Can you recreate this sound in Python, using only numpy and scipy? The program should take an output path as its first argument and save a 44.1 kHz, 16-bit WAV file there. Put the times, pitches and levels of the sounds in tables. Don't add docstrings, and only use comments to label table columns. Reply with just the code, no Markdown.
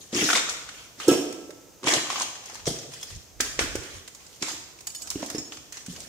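import sys
import numpy as np
from scipy import signal
from scipy.fft import rfft, irfft, next_fast_len
from scipy.io import wavfile
from scipy.ndimage import uniform_filter1d

SR = 44100
rng = np.random.default_rng(int(sys.argv[2]) if len(sys.argv) > 2 else 0)


def log_audio(samples):
    frames = np.atleast_2d(samples).T
    limited = np.clip(frames, -1, 1)
    pcm = np.round(limited * 32767).astype(np.int16)
    wavfile.write(sys.argv[1], SR, pcm)


def gain_from_db(level_db):
    decades = np.asarray(level_db, float) / 20
    return 10 ** decades


N = 268436
T = np.arange(N) / SR
STEP = 32

# [f/Hz, gain/dB, left minus right/dB]
PORTS = [(45, -16, -6), (103, 1.5, 0), (1000, -1, -2.5), (3200, 1.5, 1), (6770, 6, 1), (8000, -0.5, -7),
         (12800, -14, -9.5)]


def band(x, lo_hz, hi_hz):
    return signal.sosfilt(signal.butter(2, [lo_hz, min(hi_hz, 0.45 * SR)], "band", fs=SR, output="sos"), x)


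def unit(x):
    return x / np.sqrt(np.mean(x ** 2))


def pair(n, like):
    mid, side = rng.standard_normal((2, n))
    like = np.clip(like, -0.15, 1)
    opposed = side * np.array([[1], [-1]])
    return (np.sqrt(1 + like) * mid + np.sqrt(1 - like) * opposed) / np.sqrt(2)


def shape(x, hz, db):
    size = next_fast_len(x.shape[-1])
    log_f = np.log(np.fft.rfftfreq(size, 1 / SR) + 1)
    gain = gain_from_db(np.interp(log_f, np.log(hz), db))
    return irfft(rfft(x, size) * gain, size)[..., :x.shape[-1]]


def add(out, s, sound):
    i = int(s * SR)
    out[:, i:i + sound.shape[-1]] += sound[..., :N - i]


def fade(t, t60):
    return np.exp(-np.log(1000) * t / np.maximum(t60, 0.004))


def load(s, held_s, rise_s, t60):
    t = T[::STEP]
    build = np.exp(np.minimum(t - s, 0) / max(rise_s, 0.001))
    return build * fade(np.maximum(t - s - held_s, 0), t60)


def hiss():
    # [f/Hz, level/dB per Hz]
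    colour = [(26, -29), (45, -19), (87, 11.5), (222, 8), (500, 7.5), (1670, -4), (2660, -3), (4140, -5),
              (6440, 4), (9790, -11.5), (14900, -8), (16000, -20)]
    noise = unit(shape(pair(N, 0.49), *np.transpose(colour)))
    wander = np.repeat(rng.standard_normal(N // 4000 + 1), 4000)[:N]
    drift = uniform_filter1d(wander, size=4000)
    return gain_from_db(-54 + 0.5 * drift) * noise


def hand():
    # [firmest at t/s, held/s, level/dB]
    grips = [(.33, .5, -68), (1.1, .15, -70), (1.99, 0.022, -67), (2.299, 0.055, -74), (2.675, 0.032, -45),
             (3.159, 0.01, -42), (3.38, 0.15, -52), (3.59, 0.2, -41), (3.96, 0.0078, -45.5),
             (4.54, 0.11, -69), (5.15, 0.014, -48), (5.37, .03, -58), (5.59, .02, -66), (5.901, 0.12, -57)]
    grip = gain_from_db(-66)
    for s, held_s, db in grips:
        grip = grip + gain_from_db(db) * load(s, held_s, rise_s=0.035, t60=0.17)
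    return np.repeat(grip, STEP)[:N] * unit(band(pair(N, 0.44), 42.7, 104.0))


def hall(dry):
    # [f/Hz, level/dB, t60/s]
    bands = [(166, -5, 0.96), (363, -3.5, 0.91), (698, -0.5, 1.0), (1310, -0.5, 0.91), (3200, 2, 0.85),
             (6500, 2, 0.8), (11200, 1.5, 0.51)]
    t, tail = T[:int(1.3 * SR)], 0
    hz = np.array(bands)[:, 0]
    edges = np.r_[60, np.sqrt(hz[1:] * hz[:-1]), 18000]
    for (centre_hz, db, t60), lo, hi in zip(bands, edges, edges[1:]):
        like = 1.05 - centre_hz / 1500
        noise = unit(band(pair(len(t), like), lo, hi)) * np.sqrt((hi - lo) / SR)
        tail = tail + gain_from_db(db) * noise * fade(t, t60) / np.sqrt(t60 * SR / 14)
    tail = tail * np.clip((t - 0.004) / 0.0069, 0, 1)
    return signal.fftconvolve(dry.mean(axis=0, keepdims=True), tail, axes=1)[:, :N]


def ring(modes, hits, level_db, damp, rise_s, loose=1):
    out = np.zeros((2, N))
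    hz, db, t60 = np.transpose(modes)[:, :, None]
    t = T[:32000 if t60.max() > 1 else 12000]
    for s, peak_db in hits:
        chance = rng.standard_normal((3, len(hz), 1))
        jolts = np.repeat(rng.standard_normal((len(hz), len(t) // 400)), 400, axis=1)
        chatter = loose * uniform_filter1d(jolts, size=400)
        t = t[:chatter.shape[1]]
        envelope = fade(t, damp * t60) * (1 - np.exp(-t / rise_s))
        swell = gain_from_db(db + loose * chance[2] + 4.5 * chatter) * envelope
        spread = loose * np.minimum(hz / 1500, 1)
        for ch in range(2):
            tones = swell * np.sin(2 * np.pi * hz * t + spread * chance[ch] + 1.1 * chatter)
            add(out[ch:ch + 1], s, gain_from_db(peak_db + level_db) * tones.sum(axis=0))
    return out


def close_shards():
    # [f/Hz, level/dB, t60/s]
    shard, flake, sliver = [(2410, -15.5, .05), (2950, -15, 0.061), (4250, -14, 0.045), (4620, -7, 0.058),
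                            (5250, -10, 0.05), (6780, -10.5, 0.12), (7400, -12, .07), (7970, -8, 0.12),
                            (9130, -9.5, 0.066), (10000, -5, .04), (10810, -3, .06), (12170, -2, .05),
                            (13200, 2, 0.03), (14770, 4, 0.027)], [(2970, -10, 0.061), (3500, -13, 0.08), (4360, -4, 0.043),
                                           (4660, -11, .07), (5300, -12, .1), (6498, -7, 0.022),
                                           (6850, -10.5, 0.16), (7687, -15, .08), (8500, 3, 0.056),
                                           (9200, -12, 0.079), (10400, 8, 0.028), (11740, -4, .06),
                                           (12100, -1, .07), (13450, -3, .053)], [(1000, -6, .05), (3354, -5, .05), (5330, -6, .07),
                                                          (6282, -4, .07), (7140, -4, .07), (9150, -7, .1),
                                                          (12300, -4, .08), (13400, -4, .08)]
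    # [t/s, peak/dB]
    shard_hits = [
        (4.869, -20.5),
        (4.9, -26),
        (5.018, -21.5),
    ]
    flake_hits = [
        (4.9478, -18),
        (4.959, -25),
        (4.9798, -29),
    ]
    sliver_hits = [
        (2.936, -30.5),
        (2.9696, -42),
        (3.0114, -33.5),
        (3.028, -22),
        (3.1033, -48),
    ]
    return (ring(shard, shard_hits, level_db=-7.0, damp=0.86, rise_s=0.0023)
            + ring(flake, flake_hits, level_db=-11.0, damp=0.81, rise_s=0.003)
            + ring(sliver, sliver_hits, level_db=-8, damp=0.79, rise_s=0.0025))


def glass():
    # [f/Hz, level/dB, t60/s]
    pane, chip, tile = [(5389, -9, .22), (5460, -13, .2), (5534, -14, .55), (6142, -12, .14),
                        (6508, -12, .12), (7080, -16, .12), (7671, -9, .16), (7994, -8, .15),
                        (9884, -5, .14), (10260, -2, .14), (11070, -4, .12), (11890, 0, .15),
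                        (13240, -1, .11), (14490, -1, .11)], [(5356, -9, .22), (6710, 0, .4), (7620, -9, .3)], [(1420, -6.5, 0.26), (1530, -3, 0.32), (1660, -7, 0.46),
                                                    (1790, -4.5, .25)]
    bead, frame = [(5430, -11, 0.054), (6320, -1, 0.056), (7300, 2, 0.074)], [(280, 6, 0.24), (383, 9, .2), (522, -7, 0.48), (1317, -2, 0.2),
                                 (1324, -24, 1.6), (1640, -7, 0.25), (2600, -13, 0.23)]
    # [t/s, peak/dB]
    pane_hits = [
        (1.0798, -31),
        (1.1118, -32),
    ]
    chip_hits = [
        (5.2325, -46),
        (5.381, -23.5),
        (5.445, -38),
    ]
    chip_tick = [
        (5.349, -30),
    ]
    tile_hits = [
        (3.404, -37.5),
        (3.591, -34),
        (3.755, -42.5),
    ]
    bead_hits = [
        (4.4242, -28.5),
    ]
    frame_hits = [
        (1.0839, -24),
    ]
    return (ring(pane, pane_hits, level_db=3.0, damp=1.0, rise_s=0.00026)
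            + ring(chip, chip_hits, level_db=-8.5, damp=0.26, rise_s=0.0008)
            + ring(tile, tile_hits, level_db=0, damp=1, rise_s=0.0027)
            + ring(bead, bead_hits, level_db=-0.5, damp=0.45, rise_s=0.001)
            + ring(frame, frame_hits, level_db=0, damp=1, rise_s=0.004, loose=0.45)
            + ring(chip[:1], chip_tick, level_db=0, damp=0.4, rise_s=0.001))


def drags():
    # [full load at t/s, held/s, level/dB, f/Hz]
    slips = [
        (0.14, 0.097, -30.5, 270),
        (1.836, 0.05, -36, 320),
        (1.92, 0.054, -38, 324),
        (5.16, 0.057, -44, 286),
    ]
    out = 0
    for s, held_s, db, hz in slips:
        force = np.repeat(load(s, held_s, rise_s=0.0055, t60=0.068), STEP)[:N]
        out = out + gain_from_db(db) * force * unit(band(rng.standard_normal(N), 0.77 * hz, 1.36 * hz))
    return out


def grains(per_s, spread_db, lo_hz, hi_hz, like, smear_s, count):
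    out, edges = 0, np.geomspace(lo_hz, hi_hz, count + 1)
    for lo, hi in zip(edges, edges[1:]):
        snaps = rng.random(N) < per_s / SR
        size = snaps * gain_from_db(spread_db * np.minimum(rng.exponential(size=N), 2.5))
        power = signal.lfilter([1], [1, -np.exp(-1 / (smear_s * SR))], size ** 2)
        out = out + band(np.sqrt(power) * pair(N, like), lo, hi)
    return unit(out)


def grind():
    # [full load at t/s, held/s, fine grit/dB, coarse grit/dB, sole scrape/dB]
    presses = [(0.0, 0.0049, -40, -48, -53), (0.164, 0.17, -25, -28, -35.5),
               (0.347, 0.0095, -26, -20.5, -29.5), (.492, 0.0057, -32, -47, -51),
               (.69, 0.16, -49.5, -48, -56.5), (1.006, 0.13, -37, -37.5, -41.5),
               (1.087, 0.047, -28.5, -30.5, -26), (1.872, 0.079, -24.5, -20.5, -31.5),
               (2.105, 0.12, -33, -34, -49), (2.21, 0.013, -41, -34.5, -41.5),
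               (2.47, 0.11, -46.5, -45.5, -50.5), (2.669, 0.0079, -26, -34.5, -32),
               (2.93, 0.2, -45, -48.5, -60), (3.409, 0.0055, -28.5, -27.5, -33.5),
               (3.601, 0.025, -28, -27.5, -31.5), (3.75, 0.23, -45.5, -47, -77), (4.2, 0.15, -53, -56, -88),
               (4.426, 0.082, -34, -39, -44), (4.487, 0.0081, -32, -35, -60),
               (5.0, 0.12, -44.5, -51.5, -54), (5.106, 0.004, -57, -39.5, -53),
               (5.2, 0.18, -43, -44, -47.5), (5.524, 0.009, -39.5, -45.5, -50), (5.74, 0.05, -45, -46, -74),
               (5.9, 0.15, -43, -50.5, -49.5)]
    power = 0
    for s, held_s, *db in presses:
        rise_s = 0.0045 + 0.077 * held_s
        lift = load(s, held_s, rise_s, t60=0.21)
        settle = gain_from_db(-15) * load(s, held_s, rise_s, t60=1.0)
        power = power + (gain_from_db(np.array(db))[:, None] * (lift + settle)) ** 2
    fine, coarse, sole = np.repeat(np.sqrt(power), STEP, axis=1)[:, :N]
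    dust = fine * gain_from_db(-5.5)
    return (dust * grains(150, spread_db=-7, lo_hz=11900, hi_hz=15400, like=0.05, smear_s=0.0055, count=2)
            + fine * grains(120, spread_db=4.5, lo_hz=3060, hi_hz=11960, like=0.027, smear_s=0.01, count=8)
            + coarse * grains(50, spread_db=5.0, lo_hz=960, hi_hz=3405, like=0.021, smear_s=0.012, count=5)
            + sole * grains(83, spread_db=-4.0, lo_hz=224, hi_hz=764, like=0.91, smear_s=0.0036, count=2))


def cracks(pieces, t60, crumbs_db, rise_s, fine_hz):
    coarse, fine, snap = np.zeros((3, 2, N))
    t = T[:4800]
    for s, peak_db, lean_db, hz in pieces:
        jumps = np.clip(rng.standard_normal(len(t) // 60), -2, 1.2)
        rattle = gain_from_db(1.28 + 2.56 * np.repeat(jumps, 60))
        decay = 0.18 * fade(t, 0.0076) + 0.5 * fade(t, t60)
        body = gain_from_db(peak_db + crumbs_db) * rattle * (1 - np.exp(-t / (rise_s + 0.0014))) * decay
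        add(coarse, s - 0.0005, gain_from_db(min(lean_db, 0)) * body * pair(len(t), 0.069))
        add(fine, s - 0.0005, gain_from_db(min(-lean_db, 0)) * body * pair(len(t), 0.011))
        envelope = (1 - np.exp(-t / rise_s)) * fade(t, 0.005 + 12 / hz)
        lag_s = 1e-4 * rng.random((2, 1))
        add(snap, s, gain_from_db(peak_db - 6) * envelope * np.sin(2 * np.pi * hz * (t + lag_s)))
    return 1.365 * band(coarse, 597, 3250) + band(fine, *fine_hz) + snap


def ticks():
    # [t/s, peak/dB, coarse minus fine crumbs/dB, f/Hz]
    grit = [(2.4369, -33.5, 2, 785), (2.553, -26, -3, 880), (2.596, -29, 8, 990), (2.763, -31, 3, 2500),
            (2.7871, -27.5, -4, 6540), (2.83, -33, -2, 7000), (3.1040, -31.5, 4, 3200),
            (3.1493, -32, -17, 5600), (3.16, -32.5, -12, 8200), (4.266, -35, -12, 7200),
            (5.082, -36, -6, 5500), (5.112, -27.5, 5, 5540), (5.117, -37, 5, 4460), (5.19, -38, -10, 7540),
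            (5.222, -27, -12, 5300), (5.237, -30, -15, 5460), (5.313, -30, -8, 7000), (5.57, -31, 1, 6500),
            (3.835, -30.5, -5, 5540), (3.965, -44, -3, 5000)]
    return cracks(grit, t60=0.044, crumbs_db=1.5, rise_s=0.0005, fine_hz=(4000, 9500))


def splinters():
    # [t/s, peak/dB, coarse minus fine crumbs/dB, f/Hz]
    snaps = [(1.0816, -16.5, -23, 1390), (1.325, -30, -4, 13000), (1.505, -34.5, 1.5, 10700),
             (2.4566, -29.5, -6.5, 6500), (2.5443, -29, -6, 5950), (2.6726, -21.5, 8, 5400),
             (2.9159, -35, 1, 7500), (2.9346, -30.5, 0, 6040), (3.0111, -39, -21, 6680),
             (3.0288, -29.5, 2, 5540), (3.1026, -35.5, -4, 6500), (3.7539, -22, -3, 7050),
             (4.077, -31.5, -1, 7500), (4.1485, -32.5, -10, 6860), (4.36, -38, -5.5, 6960),
             (4.8065, -32, -7, 5870), (4.870, -22, -6, 6990), (3.4058, -10.5, -23, 7260),
             (4.9476, -29.5, -5, 6850), (5.0191, -28, -22, 6800), (5.072, -28.5, -4, 5530),
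             (5.103, -16.5, -40, 5400), (5.2607, -27.5, -21, 5950), (5.3001, -24, -2.5, 5300),
             (5.3492, -30.5, -4, 5000), (5.3827, -29, -2, 6900), (5.7235, -27, -4.5, 6500),
             (5.8621, -27.5, -6, 6600), (5.9236, -37, -11, 6900), (6.003, -30, -12, 7900)]
    return cracks(snaps, t60=0.044, crumbs_db=5, rise_s=0.00042, fine_hz=(4900, 19000))


def lumps():
    # [t/s, peak/dB, coarse minus fine crumbs/dB, f/Hz]
    breaks = [(0.1268, -25, 4, 3680), (0.2894, -6, 22, 1450), (0.3019, -3, 19, 1420), (0.3304, -4, 6, 1390),
              (.3345, -7.5, 5, 3480), (.1343, -20.5, 1, 3200), (.1533, -24, 0, 5560), (.346, -20, 10, 1500),
              (.352, -5, 3, 2110), (.358, -6.5, 6, 3650), (.366, -7.5, -7, 5640), (.373, -9, 3, 3600),
              (.381, -9, 7, 2200), (.392, -15.5, -7, 3550), (.495, -12.5, -20, 6100),
              (1.8313, -26.5, 2, 1135), (1.8832, -6, 1, 3400), (1.9131, -13, 2, 3130),
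              (1.922, -11, -7, 6500), (2.199, -14.5, -6, 6500), (2.219, -9.5, -3, 6340),
              (2.228, -20, 9, 837), (0.4881, -15.5, -2.5, 1310), (0.689, -20.5, 4, 1480),
              (1.0004, -19, 5, 1250), (1.8403, -20, 3, 1060), (1.8708, -7, 27, 980),
              (1.937, -3, -3.5, 3960), (2.0684, -19.5, 9, 1120), (2.1017, -9.5, 9, 1080),
              (2.1586, -14, 16, 1120), (2.128, -20.5, 9, 810), (2.181, -21, 16, 810),
              (2.2091, -12.5, 10, 1020), (2.3545, -26.5, 1, 1790), (2.4972, -28, -3, 840),
              (3.4035, -7.5, 9, 1660), (3.5912, -4, 4.5, 2080), (4.4237, -11.5, 0, 5340),
              (4.7885, -33, -4, 2500), (5.156, -27, 7, 2840), (5.227, -20, 9, 970), (5.5216, -21, 22, 2960),
              (5.7578, -30, 15, 7900), (5.7702, -21, 1.5, 6000), (5.962, -27, 1, 2950),
              (0.1467, -13, -5, 5400), (0.2403, -12, -11, 6500), (2.656, -24, 1, 5700),
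              (4.4833, -21, -9, 950)]
    return cracks(breaks, t60=0.047, crumbs_db=-3, rise_s=0.00027, fine_hz=(3600, 10000))


def thuds():
    # [t/s, peak/dB, f/Hz, knock minus peak/dB]
    blows = [(0.127, -29.5, 223, 1.5), (0.152, -23, 242, -17), (0.177, -22, 299, -28), (0.2, -40, 256, -8),
             (0.226, -16, 296, -21), (0.248, -28.5, 196, -19), (1.074, -23.5, 320, -4),
             (1.0782, -21, 369, -25), (1.0805, -2.5, 362, -16), (1.107, -22, 417, -9),
             (1.114, -13.5, 312, -20), (1.13, -15, 476, -25), (1.49, -30.5, 430, -20),
             (1.845, -28, 364, -8), (1.867, -19.5, 318, -27), (1.932, -26.5, 315, 5.5),
             (1.965, -21.5, 324, -5), (2.096, -34, 513, -10), (2.672, -9.5, 361, -30),
             (2.709, -20.5, 257, -23), (3.4, -23.5, 386, -33), (3.588, -16.5, 422, -15),
             (3.751, -18.5, 375, -10.5), (3.818, -37, 350, -15), (4.414, -30, 288, -15),
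             (4.426, -26, 280, -21), (4.53, -31, 305, -26), (5.154, -20, 276, -31), (5.226, -27.5, 279, 3),
             (5.346, -18.5, 309, -31), (5.381, -27, 254, -23), (5.881, -30, 181.6, -36)]
    # [t/s, peak/dB]
    booms = [(0.153, -32), (1.079, -26), (1.111, -28.5), (1.845, -35), (1.868, -31), (1.966, -29.5),
             (2.673, -20.5), (2.709, -30), (4.426, -42), (5.154, -39), (5.382, -35), (5.883, -46)]
    # [t/s, cycles in which the hollow note dies]
    ground = [(0, 14.3), (1.08, 17), (1.12, 22.4), (1.9, 18.7), (2.67, 7.3), (3.75, 9.8), (4.4, 10),
              (5.35, 15.2), (5.9, 29)]
    out, t = np.zeros((2, N)), T[:14000]
    rise = 1 - np.exp(-t / 0.0011)
    for s, peak_db, hz, knock_db in blows:
        phase = 2 * np.pi * rng.random(3)
        t60 = np.interp(s, *np.transpose(ground)) / hz

        def tone(ratio, k):
            return np.sin(2 * np.pi * ratio * hz * t + phase[k])

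        note = np.sin(2 * np.pi * hz * t) + 0.44 * tone(0.82, 0) + 0.53 * tone(1.382, 1)
        knock = gain_from_db(knock_db) * (tone(2.0, 2) + tone(2.34, 1)) * fade(t, 0.5 * t60)
        add(out, s + 0.00203, gain_from_db(peak_db) * (note * fade(t, t60) + knock) * rise)
    boom = np.sin(2 * np.pi * 146.8 * t) * fade(t, 0.075) * rise
    for s, peak_db in booms:
        add(out, s + 0.0019, gain_from_db(peak_db) * boom)
    return out


def scene():
    # [t/s, left minus right/dB]
    turn = [
        (0, 2.5),
        (1.2, -1.5),
        (2.5, 1),
        (4.3, -2),
        (6.1, -1),
    ]
    shards = close_shards()
    steps = gain_from_db(-6.0) * grind() + lumps() + thuds() + drags() + ticks() + splinters() + glass()
    pan_db = np.interp(T, *np.transpose(turn))
    heard = steps + shards + hall(steps + 0.5 * shards)
    heard = heard * gain_from_db(np.array([pan_db, -pan_db]) / 2)
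    hz, gain_db, _ = np.transpose(PORTS)
    return shape(heard, hz, gain_db) + hand() + hiss()


def low_pass(x):
    return signal.sosfilt(signal.butter(12, 16480, fs=SR, output="sos"), x)


def record(dry):
    hz, _, pan_db = np.transpose(PORTS)
    ports = np.array([shape(dry[0], hz, pan_db / 2), shape(dry[1], hz, -pan_db / 2)])
    ports = signal.sosfilt(signal.ellip(8, 0.2, 60, 15650, fs=SR, output="sos"), ports)
    return low_pass(ports)


dry = scene()
out = record(dry)
log_audio(out)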